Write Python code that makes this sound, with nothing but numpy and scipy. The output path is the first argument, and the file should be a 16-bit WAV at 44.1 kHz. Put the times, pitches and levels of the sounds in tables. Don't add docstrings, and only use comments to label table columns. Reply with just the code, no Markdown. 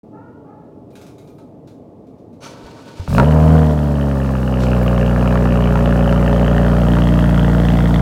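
import sys
import numpy as np
from scipy import signal
from scipy.fft import rfft, irfft
from scipy.io import wavfile
from scipy.ndimage import uniform_filter1d

SR = 44100
rng = np.random.default_rng(int(sys.argv[2]) if len(sys.argv) > 2 else 0)


def to_wav(sig):
    pcm = np.clip(np.atleast_2d(sig), -1, 1) * 32767
    pcm = np.round(pcm).astype(np.int16)
    wavfile.write(sys.argv[1], SR, pcm.T)


N = 353241
TIME = np.arange(N) / SR
CUTOFF_HZ = 15850

# frequency_hz, level_db
CLATTER = [(1470, -11), (2500, -3), (3460, -4.5), (4420, -5), (5620, -8.5), (6070, -9.5), (6760, -11),
           (9500, -18), (15800, -28.5)]
CYLINDER_DB = [1.8, -2, 1.3, 2.3, -2, -0.4]


def from_db(db):
    return 10 ** (np.asarray(db) / 20)


def rms_one(x):
    return x / np.sqrt(np.mean(x ** 2) + 1e-20)


def curve(rows):
    return np.interp(TIME, *np.transpose(rows))


def ramp(start_s, length_s):
    return np.clip((TIME - start_s) / max(length_s, 1e-3), 0, 1)


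def envelope(start_s, attack_s, hold_s, fall_db_per_s):
    falling_s = np.clip(TIME - start_s - attack_s - hold_s, 0, 2)
    return ramp(start_s, attack_s) * from_db(-fall_db_per_s * falling_s)


def gain_at(spectrum, hz):
    points_hz, db = np.transpose(spectrum)
    hz = np.maximum(hz, 1)
    skirts = np.minimum(1, np.minimum(hz / points_hz[0], points_hz[-1] / hz)) ** 4
    return from_db(np.interp(np.log(hz), np.log(points_hz), db)) * skirts


def causal(gain):
    cepstrum = irfft(np.log(gain + 1e-6))
    half = cepstrum.shape[-1] // 2
    cepstrum[..., 1:half] *= 2
    cepstrum[..., half + 1:] = 0
    return np.exp(rfft(cepstrum))


def noise(spectrum):
    response = irfft(causal(gain_at(spectrum, np.fft.rfftfreq(8192, 1 / SR))))
    return rms_one(signal.oaconvolve(rng.standard_normal(N), response)[:N])


def drift(rate_hz):
    return rms_one(np.interp(TIME * rate_hz, np.arange(4000), rng.standard_normal(4000)))


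def clicks(rows):
    out = np.zeros(N)
    for start_s, db in rows:
        out[round(start_s * SR)] += from_db(db)
    return out


def ring(x, modes):
    out = 0
    for hz, db, t60_s in modes:
        radius, angle = from_db(-60 / (t60_s * SR)), 2 * np.pi * hz / SR
        poles = [1, -2 * radius * np.cos(angle), radius ** 2]
        out = out + from_db(db) * signal.lfilter([0, np.sin(angle)], poles, x + 1e-18)
    return out


def band_rms(x, low_hz, high_hz, window):
    band = signal.sosfiltfilt(signal.butter(3, [low_hz, high_hz], "band", fs=SR, output="sos"), x)
    power = uniform_filter1d(uniform_filter1d(band ** 2, window), window)
    return np.sqrt(np.abs(power) + 1e-12)


def garage(x, wet_db, t60_s=0.41):
    t = TIME[:SR // 2]
    tail = rng.standard_normal(len(t)) * from_db(-60 * t / t60_s) * (t > .004)
    return x + from_db(wet_db) * signal.fftconvolve(x, tail / np.sqrt(np.sum(tail ** 2)))[:N]


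def room_tone(level_db=-39.5):
    # frequency_hz, level_db
    murmur = [(15, -67), (25, -30.5), (120, -3), (200, -5.5), (307, 0), (361, -12), (392, -5), (557, -11),
              (710, -13), (769, -24.5), (857, -15), (929, -28), (1090, -26), (1470, -42), (15800, -63)]
    return from_db(level_db) * noise(murmur) * ramp(0.031, 0.0034)


def lock_motor(flat_share=0.14, spin_up_s=0.054, waver=0.031, grit=0.98):
    # start_s, hold_s, level_db, full_speed_hz
    runs = [(0.114, 0.026, -56, 467.7), (.425, 0.069, -60, 432)]
    # multiple, level_db
    orders = [(2, 2), (3, -3.5), (4, -14.5), (5, -26), (6, -29)]
    out = 0
    for start_s, hold_s, db, full_speed_hz in runs:
        hz = full_speed_hz * (1 - flat_share * np.exp(-np.maximum(TIME - start_s, 0) / spin_up_s))
        angle = 2 * np.pi * np.cumsum(hz * (1 + waver * drift(160))) / SR
        whir = sum(from_db(order_db) * (1 + grit * drift(200)) * np.sin(multiple * angle)
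                   for multiple, order_db in orders)
        out = out + whir * from_db(db) * envelope(start_s, 0.026, hold_s, fall_db_per_s=70)
    return garage(out, wet_db=8.5)


def keys(scrape_s=0.019):
    # start_s, level_db
    contacts = [(0.9048, -52), (0.954, -38), (1.014, -40.5), (1.065, -42), (1.1823, -44.5), (1.2744, -48.5),
                (1.3828, -50), (1.674, -46), (2.0692, -58), (2.1834, -59), (2.3294, -55)]
    # frequency_hz, level_db
    scrape_colour = [(880, -6), (1500, -2), (1860, -12), (2360, -3), (2820, -9.5), (3820, -5), (4890, -10),
                     (6200, -10.5), (15800, -23)]
    # start_s, level_db
    swings = [(.93, -60), (1.01, -69), (1.207, -64), (1.245, -68), (1.3, -60), (1.385, -71)]
    # pitch_hz, level_db, t60_s
    ring_modes = [(1240, -2, .4), (2390, -3, 0.17), (9022, -10, 0.24), (10810, -16, 0.36),
                  (12000, -7, 0.17), (13970, -11, .25), (14570, -8, .25)]
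    # pitch_hz, level_db, t60_s
    slot_modes = [(900, 0, .09), (1270, 0, .06)]
    decays = signal.lfilter([1], [1, -np.exp(-1 / (scrape_s * SR))], clicks(contacts) + 1e-18)
    scrapes = noise(scrape_colour) * decays * from_db(-7.5)
    jingle = ring(clicks(swings), ring_modes)
    knock = ring(clicks([(1.386, -47)]), slot_modes)
    return garage(scrapes + jingle + knock, wet_db=0.5)


def starter(start_s=2.402, attack_s=0.042, hold_s=0.69, compression_hz=9.2, last_compression_s=3.0):
    # frequency_hz, level_db
    gear_colour = [(120, 0), (200, 3.5), (326, -38), (350, -26), (390, 3), (476, -31), (512, 6.5),
                   (849, -9), (929, -7), (1040, -2.5), (2550, -23), (4240, -17), (15000, -50)]
    # pitch_hz, level_db, t60_s
    housing_modes = [(930, 3.5, 0.091), (1150, -5, 0.084), (1312, -2.5, 0.086), (1480, -3, 0.13),
                     (2300, -10.5, 0.27), (4430, -5, 0.03), (6060, -23, .1)]
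    # pitch_hz, level_db, t60_s
    pinion_modes = [(1350, 2, 0.049), (4500, -5, .03), (5550, -2, .04), (6110, 1, .05), (9600, -12, .07)]
    running = envelope(start_s, attack_s, hold_s, fall_db_per_s=400)
    clash = envelope(start_s, attack_s, hold_s=0.021, fall_db_per_s=208)
    age_s = np.clip(TIME - start_s, 0, hold_s)
    labour_db = 5 * age_s / hold_s * np.cos(2 * np.pi * compression_hz * (TIME - last_compression_s))
    gears = from_db(-46) * noise(gear_colour)
    housing = from_db(-48.5) * rms_one(ring(rng.standard_normal(N), housing_modes))
    grind = running * (gears + housing) * from_db(labour_db + 6 * clash)
    pinion = clash * from_db(-42.5) * rms_one(ring(rng.standard_normal(N), pinion_modes))
    teeth_gain = running * from_db(-58.5 + 16 * age_s + 0.27 * labour_db) + clash * from_db(-44.5)
    teeth = teeth_gain * noise(CLATTER) * from_db(2 * drift(120))
    return grind + teeth + pinion


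def backfires(puff_t60_s=0.16):
    # start_s, level_db, pitch_hz
    puff_events = [(2.64, -35, 60), (2.997, -15, 89), (3.185, -22, 108), (3.205, -18, 45.3)]
    # start_s, level_db
    bang_events = [(3.0769, -24), (3.1825, -1), (3.1992, -1), (3.3099, -12), (5.2584, -15), (5.3562, -11),
                   (5.4545, -14), (5.7563, -11), (6.1265, -9), (6.6643, -16), (6.9686, -13), (7.3771, -15)]
    # pitch_hz, level_db, t60_s
    pipe_modes = [(948, 5.5, 0.085), (1205, 14.5, 0.0093), (1360, 8.5, 0.028), (1620, -14, 0.019),
                  (2670, -8.5, 0.0083), (2920, -13, 0.0054), (4040, -35, .007)]
    puffs = sum(ring(clicks([(s, db)]), [(hz, 0, puff_t60_s)]) for s, db, hz in puff_events)
    ring_peak = np.abs(ring(clicks([(0, 0)]), pipe_modes)).max()
    bangs = -from_db(2.5) * ring(clicks(bang_events), pipe_modes) / ring_peak
    return puffs + garage(bangs, wet_db=-10)


def layer_gain(law, retard):
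    # time_s, level_db
    effort = [(3.08, -22.5), (3.12, -15), (3.19, -6.5), (3.26, -10), (3.54, -7), (3.77, -13.5), (4.48, -15),
              (4.69, -12.5), (7.16, -11), (7.95, -11.5)]
    idle_db, db_per_effort_db, catching_db, flare_db, early_spark_db, burble_db = law
    effort_db = curve(effort) + 12
    catching = 1 - ramp(3.15, 0.058)
    flare = np.exp(-((TIME - 3.21) / 0.035) ** 2)
    burble = ramp(6.61, 0.39)
    return from_db(idle_db + db_per_effort_db * effort_db + catching_db * catching + flare_db * flare
                   + early_spark_db * (1 - retard) + burble_db * burble)


def once_per_cycle(firings, place, width):
    away = (firings - place + 3) % 6 - 3
    return np.exp(-(away / width) ** 2)


def hard_cylinder(firings, retard, accent_db=3.5):
    return from_db(accent_db * retard * once_per_cycle(firings, place=5.26, width=0.23))


def silencer_rumble(firings, retard, throb_depth=0.37):
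    # frequency_hz, level_db
    turbulence = [(20, -23), (50, -10), (100, -18.5), (160, 5.5), (260, 5.5), (320, -3.5), (450, 1),
                  (620, -1), (900, -4.5), (1500, -13.5), (3000, -31.5)]
    # idle_db, db_per_effort_db, catching_db, flare_db, early_spark_db, burble_db
    law = (-25, 1.15, -8, 4.5, -3, -0.7)
    pulses = firings - .5 * retard
    cylinder_db = np.interp(pulses, np.arange(6), CYLINDER_DB, period=6)
    throb = (1 + throb_depth * np.cos(2 * np.pi * pulses)) * from_db(0.79 * cylinder_db)
    return noise(turbulence) * throb * hard_cylinder(firings, retard) * layer_gain(law, retard)


def valve_hiss(firings, retard, tick_db=1.64, flicker_db=0.94):
    # frequency_hz, level_db
    hiss_colour = [(2290, -15), (3900, -3.5), (4410, -3), (5320, -5.5), (12600, -12.5), (15200, -14.5),
                   (15800, -12)]
    # idle_db, db_per_effort_db, catching_db, flare_db, early_spark_db, burble_db
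    law = (-47.5, 0.56, 7.5, 1, -0.9, 1.0)
    ticking_db = tick_db * np.cos(2 * np.pi * (firings - 0.67)) + flicker_db * drift(90)
    return noise(hiss_colour) * from_db(ticking_db) * layer_gain(law, retard)


def exhaust_tone(firing_hz, firings, retard, warmth, bank_lag_rad=1.62, flutter_db=1.45):
    # frequency_hz, level_db
    bank_sum = [(60, 17), (120, 0.5), (157, 8), (180, 2.5), (236, -1), (281, -4), (303, -20), (370, -18.5),
                (425, -6.5), (485, -23.5), (540, -7), (615, -13.5), (740, -22.5), (1100, -19)]
    # frequency_hz, level_db
    bank_difference = [(30, -42), (90, -41), (120, 7), (149, 1), (205, -12.5), (268, -14), (330, -19),
                       (385, -33), (430, -42), (510, -22.5), (570, -6), (690, -54), (1100, -28)]
    # firing_rate_multiple, level_db
    uneven_lines = [(1.5, -23), (3.5, -5.5), (5.5, -24.5)]
    # idle_db, db_per_effort_db, catching_db, flare_db, early_spark_db, burble_db
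    boom_law = (-16.5, 1.22, -5.5, -6, -0.6, -.2)
    body_law = (-15, 1.17, -0.2, -0.7, 0.4, 1)
    bark_law = (-23.5, 1.4, -8, 3.3, -2.5, -6.5)
    cycle = (firings + 0.0059 * drift(70)) % 2
    boom = np.sqrt(2) * np.cos(2 * np.pi * cycle) * layer_gain(boom_law, retard)
    body, bark = np.zeros(N), np.zeros(N)
    step = 64
    for k in range(3, 27):
        hz = k * firing_hz[::step] / 2
        phase = .16 * (k - 2) * (k - 5)
        bark_share = np.clip((hz - 310) / 60, 0, 1)
        lift = 1 + 0.066 * bark_share * (1 - retard[::step])
        gain = gain_at(bank_difference if k % 2 else bank_sum, hz / (warmth[::step] * lift))
        if k % 2:
            uneven = sum(from_db(db) for multiple, db in uneven_lines if round(2 * multiple) == k)
            gain = np.hypot(gain * (0.17 + retard[::step]), uneven)
            phase -= bank_lag_rad
        line = np.cos(np.pi * k * cycle + phase)
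        body += line * np.repeat(gain * (1 - bark_share), step)[:N]
        bark += line * np.repeat(gain * bark_share, step)[:N]
    body *= layer_gain(body_law, retard) / band_rms(body, 105, 310, window=3000)
    bark *= hard_cylinder(firings, retard)
    bark *= layer_gain(bark_law, retard) / band_rms(bark, 390, 800, window=3000)
    return boom + body + bark * from_db(flutter_db * drift(60))


def rasp(firings, retard, warmth, late_firings=.26, burst_s=0.00072, spread_db=1.86, treble_db=1.5):
    # frequency_hz, level_db
    gas_colour = [(200, -28), (350, -1), (600, 6), (850, 1.5), (1020, -1.5), (1200, 4), (1550, -1.5),
                  (1800, -1), (2130, -15.5), (2500, -9.5), (3050, -7), (3550, -23), (4300, -34),
                  (6000, -35.5)]
    # idle_db, db_per_effort_db, catching_db, flare_db, early_spark_db, burble_db
    law = (-31, 1.0, 4.5, 6.5, -8.5, -1.9)
    delayed = firings - late_firings * retard * (firings > 1)
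    starts = np.flatnonzero(np.diff(np.ceil(delayed)) > 0)
    size = 1024
    t, hz = TIME[:size], np.fft.rfftfreq(size, 1 / SR)
    draws = rng.standard_normal((400, size + 2))[:len(starts)]
    tilt, force, gas = draws[:, :1], draws[:, 1], draws[:, 2:]
    bursts = gas * t / burst_s * np.exp(1 - t / burst_s)
    brightness = from_db(treble_db * tilt * np.tanh((hz - 2200) / 600))
    pipe = causal(brightness * gain_at(gas_colour, hz / warmth[starts, None]))
    bursts = irfft(rfft(bursts) * pipe)
    strength = from_db(spread_db * force + np.resize(CYLINDER_DB, len(starts))) / bursts.std(axis=1)
    out = np.zeros(N + size)
    for start, burst in zip(starts, bursts * strength[:, None]):
        out[start:start + size] += burst
    out = garage(out[:N], wet_db=-7)
    running_rms = np.maximum(band_rms(out, 1000, 3600, window=5000), .1)
    return out / running_rms * layer_gain(law, retard)


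def thump(firings, retard, low_cut_hz=230):
    pulses = -from_db(-10.5) * retard * once_per_cycle(firings, place=5.54, width=0.052)
    return signal.sosfilt(signal.butter(2, low_cut_hz, "high", fs=SR, output="sos"), pulses + 1e-18)


def engine(retard_from_s=3.7, retard_lag_s=.72):
    # time_s, firing_hz
    speed = [(3.077, 31.88), (3.17, 57.81), (3.27, 76.33), (3.55, 79.23), (3.85, 73.0), (4.4, 64.32),
             (5.0, 59.89), (5.25, 61.34), (5.6, 59.86), (5.9, 59.47), (6.4, 59.57), (7.1, 58.81),
             (8.0, 58.21)]
    # time_s, frequency_factor
    warming = [(3.1, .93), (3.7, 1.05), (4.3, 0.96), (5.0, 0.94), (6.7, 1.027), (8.0, 1.144)]
    firing_hz, warmth = curve(speed), curve(warming)
    first_firing_s = speed[0][0]
    firings = np.cumsum(firing_hz * (TIME >= first_firing_s)) / SR
    retard = 1 - np.exp(-np.maximum(TIME - retard_from_s, 0) / retard_lag_s)
    rush = silencer_rumble(firings, retard) + valve_hiss(firings, retard)
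    pulses = exhaust_tone(firing_hz, firings, retard, warmth) + thump(firings, retard)
    return ramp(first_firing_s, 0.0078) * (rush + pulses) + rasp(firings, retard, warmth)


def ticks(low_hz=11000):
    # start_s, level_db
    events = [(3.828, -55), (4.825, -46)]
    strength = sum(from_db(db) * envelope(s, .002, hold_s=0, fall_db_per_s=200) for s, db in events)
    return strength * noise([(low_hz, 0), (CUTOFF_HZ, 0)])


def door(start_s=4.592):
    rattle = noise(CLATTER) * from_db(-40 + 2.3 * drift(150))
    return garage(rattle * envelope(start_s, 0.016, hold_s=0.03, fall_db_per_s=200), wet_db=-7)


def scene():
    return (room_tone() + lock_motor() + keys() + starter() + engine() + backfires()
            + door() + ticks())[None]


def record(dry):
    limited = dry / (1 + np.abs(dry) ** 8) ** (1 / 8)
    return signal.sosfilt(signal.ellip(10, .2, 80, CUTOFF_HZ, fs=SR, output="sos"), limited)


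dry = scene()
out = record(dry)
to_wav(out)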